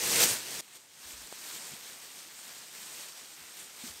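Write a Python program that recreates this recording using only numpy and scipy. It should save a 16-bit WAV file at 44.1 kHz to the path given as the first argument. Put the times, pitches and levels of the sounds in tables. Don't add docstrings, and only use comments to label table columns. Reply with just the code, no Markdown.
import sys
import numpy as np
from scipy import signal
from scipy.fft import rfft, irfft
from scipy.io import wavfile
from scipy.ndimage import uniform_filter1d

SR = 44100
rng = np.random.default_rng(int(sys.argv[2]) if len(sys.argv) > 2 else 0)


def dump(signal):
    limited = np.clip(np.atleast_2d(signal).T, -1, 1)
    pcm = np.round(limited * 32767).astype(np.int16)
    wavfile.write(sys.argv[1], SR, pcm)


N = 176400

# time in seconds, level in dB.
PULL_ENVELOPE = [(0.0, -32.5), (0.052, -30.5), (0.176, -26.5), (0.238, -21), (0.268, -29.5), (0.306, -28),
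                 (0.408, -41), (0.605, -38.5)]
LATER_ENVELOPE = [(0.61, -55), (0.72, -56), (0.77, -49), (0.78, -56), (0.87, -60), (1.1, -45.5),
                  (1.26, -50), (1.53, -43), (1.74, -46), (1.79, -49.5), (1.86, -45), (2.01, -50.5),
                  (2.03, -47.5), (2.13, -49.5), (2.19, -47.5), (2.3, -50.5), (2.53, -47), (2.71, -51),
                  (2.75, -46.5), (3.01, -45), (3.14, -49.5), (3.53, -50), (3.61, -45.5), (3.66, -50.5),
                  (3.76, -50.5), (3.81, -46), (3.89, -43.5), (3.95, -50), (4.0, -48.5)]
# frequency in Hz, relative spectral
# density in dB.
PULL_SPECTRUM = [(18, -53), (30, -25), (67, -14), (130, -8.5), (359, -4.5), (467, -3), (561, -6.5),
                 (996, -7.5), (1400, -7.5), (1910, -4.5), (3880, -4), (4190, -3), (8950, -2), (10700, -12),
                 (12900, -6.5), (15500, -14.5)]
LATER_SPECTRUM = [(18, -46), (30, -26), (49, -17), (111, -14.5), (148, -6.5), (410, -4.5), (561, -5.5),
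                  (1020, -4.5), (1910, -2.5), (6890, -1.5), (8500, 0), (9190, -2), (10500, -12),
                  (13300, -5), (15500, -15)]


def foil(t, drop_s=0.6087, fade_s=0.001):
    sheet = crinkle() * undb(jerks(t))
    pull_db = np.interp(t, *np.array(PULL_ENVELOPE).T) + 0.3
    later_db = np.interp(t, *np.array(LATER_ENVELOPE).T) + 0.83
    pull = handling(sheet, PULL_SPECTRUM, pull_db) + fold_resonance(t) * undb(pull_db)
    later = handling(sheet, LATER_SPECTRUM, later_db)
    after_drop = np.clip((t - drop_s) / fade_s + .5, 0, 1)
    return pull * (1 - after_drop) + later * after_drop


def crinkle():
    edges_hz = [20, 400, 900, 1800, 3000, 4500, 6500, 9000, 12000, 17000]
    hz = np.fft.rfftfreq(N, 1 / SR)
    creases = np.zeros(N)
    for low, high in zip(edges_hz, edges_hz[1:]):
        ticks = clicks(per_s=6000, scatter_db=2.5) * flicker(per_s=35.04, depth_db=1)
        creases += irfft(rfft(ticks) * ((hz >= low) & (hz < high)), N)
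    snaps = sheet_scattering(clicks(per_s=1200, scatter_db=3))
    friction = rng.standard_normal(N)
    sheet = unit(creases) + undb(-6) * snaps + undb(-7.5) * friction
    return unit(sheet * flicker(per_s=60, depth_db=0.43))


def sheet_scattering(snaps, decay_s=0.0023):
    age = np.arange(SR // 25) / SR
    out = snaps.copy()
    for _ in range(2):
        tail = rng.standard_normal(len(age)) * np.exp(-age / decay_s)
        tail /= np.sqrt(2 * np.sum(tail ** 2))
        out += undb(-7) * signal.fftconvolve(snaps * rng.choice([-1, 1], N), tail)[:N]
    return unit(out)


def handling(sheet, spectrum, level_db, crossover_hz=4800, tilt_per_db=0.21):
    rustle = colour(sheet, spectrum)
    hz = np.fft.rfftfreq(N, 1 / SR)
    body = irfft(rfft(rustle) / (1 + (hz / crossover_hz) ** 4), N)
    treble = rustle - body
    mean_db = np.average(level_db, weights=undb(level_db) ** 2)
    tilt_db = tilt_per_db * (level_db - mean_db)
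    return (body * undb(-tilt_db / 2) + treble * undb(tilt_db / 2)) * undb(level_db)


# start in seconds, nominal rise in dB, length in seconds.
SHEET_JERKS = [(0.155, 2, 0.01), (0.203, 4, 0.0088), (0.216, 2.5, 0.0082), (0.288, 1, 0.027),
               (0.509, 1, 0.0063), (2.474, 0.5, 0.044), (3.082, 3.5, 0.012), (3.173, 2, 0.021)]


def jerks(t, attack_s=0.002):
    boost_db = np.zeros(N)
    for start, rise_db, length in SHEET_JERKS:
        age = np.maximum(t - start, 0)
        boost_db += rise_db * (1 - np.exp(-age / attack_s)) * np.exp(-(age / length) ** 2)
    return boost_db


def fold_resonance(t, centre_hz=480, width_hz=62, opens_s=0.255, fade_s=0.014):
    band_hz = [centre_hz - width_hz / 2, centre_hz + width_hz / 2]
    cavity = signal.butter(2, band_hz, "band", fs=SR, output="sos")
    ring = unit(signal.sosfilt(cavity, rng.standard_normal(N)))
    folded = (1 - np.tanh((t - opens_s) / fade_s)) / 2
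    return undb(-20) * folded * ring


def pop(t, at_s=1.3263, width_s=0.00028, tick_decay_s=0.0011):
    widths = (t - at_s) / width_s
    swing = widths * np.exp((1 - widths ** 2) / 2)
    tick_envelope = (t > at_s) * np.exp(-np.abs(t - at_s) / tick_decay_s)
    tick = colour(rng.standard_normal(N), LATER_SPECTRUM) * tick_envelope
    return undb(-35) * (swing + tick)


# start in seconds, pitch in Hz, nominal level in dB, decay time in seconds.
SOFT_CONTACTS = [(0.303, 111, -38.5, 0.015), (1.05, 72, -50.5, 0.017), (1.132, 60, -46, 0.017),
                 (1.18, 55, -55, 0.05), (1.225, 54, -49, 0.023), (1.713, 140, -47.5, 0.014),
                 (1.735, 210, -34.5, 0.0031), (3.387, 170, -55, 0.008), (3.41, 85, -60, 0.02),
                 (3.837, 242, -36, 0.011), (3.872, 170, -48, 0.008), (3.895, 78, -46, 0.013),
                 (3.945, 75, -57, 0.012)]


def bumps(t, attack_cycles=0.45):
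    out = np.zeros(N)
    for start, hz, level_db, decay_s in SOFT_CONTACTS:
        age = np.maximum(t - start, 0)
        envelope = (1 - np.exp(-age * hz / attack_cycles)) * np.exp(-age / decay_s)
        out += undb(level_db) * envelope * np.sin(2 * np.pi * hz * age)
    return out


# frequency in Hz, relative spectral density in dB.
FIRE_SPECTRUM = [(30, -16), (70, -2), (200, 1.5), (600, 1), (2000, -6.5), (8000, 3), (15000, -15)]


def fire():
    flame = rng.standard_normal(N) * flicker(per_s=5.8, depth_db=1.7)
    crackles = undb(-8) * clicks(per_s=40, scatter_db=3)
    return undb(-65) * colour(flame + crackles, FIRE_SPECTRUM)


def clicks(per_s, scatter_db):
    happens = rng.random(N) < per_s / SR
    size = np.minimum(rng.exponential(size=N), 5)
    return unit(happens * rng.choice([-1, 1], N) * undb(scatter_db * size))


def flicker(per_s, depth_db):
    hold = max(int(SR / per_s), 1)
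    steps = rng.standard_normal(N)[np.arange(N) // hold]
    glide = uniform_filter1d(uniform_filter1d(steps, hold), hold)
    return undb(depth_db * unit(glide))


def colour(x, spectrum):
    hz, db = np.array(spectrum, float).T
    bins_hz = np.maximum(np.fft.rfftfreq(2 * N, 1 / SR), 1)
    gain = undb(np.interp(np.log(bins_hz), np.log(hz), db))
    cepstrum = irfft(np.log(gain))
    cepstrum[1:N] *= 2
    cepstrum[N + 1:] = 0
    response = np.exp(rfft(cepstrum))
    return unit(irfft(rfft(x, 2 * N) * response)[:N])


def undb(db):
    return 10 ** (np.asarray(db) / 20)


def unit(x):
    return x / np.sqrt(np.mean(x ** 2) + 1e-20)


def scene():
    t = np.arange(N) / SR
    return (foil(t) + bumps(t) + pop(t) + fire())[None]


def record(dry):
    highpass = signal.butter(2, 35, "high", fs=SR, output="sos")
    lowpass = signal.ellip(12, .2, 80, 15720, fs=SR, output="sos")
    return signal.sosfilt(lowpass, signal.sosfilt(highpass, dry))


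dry = scene()
out = record(dry)
dump(out)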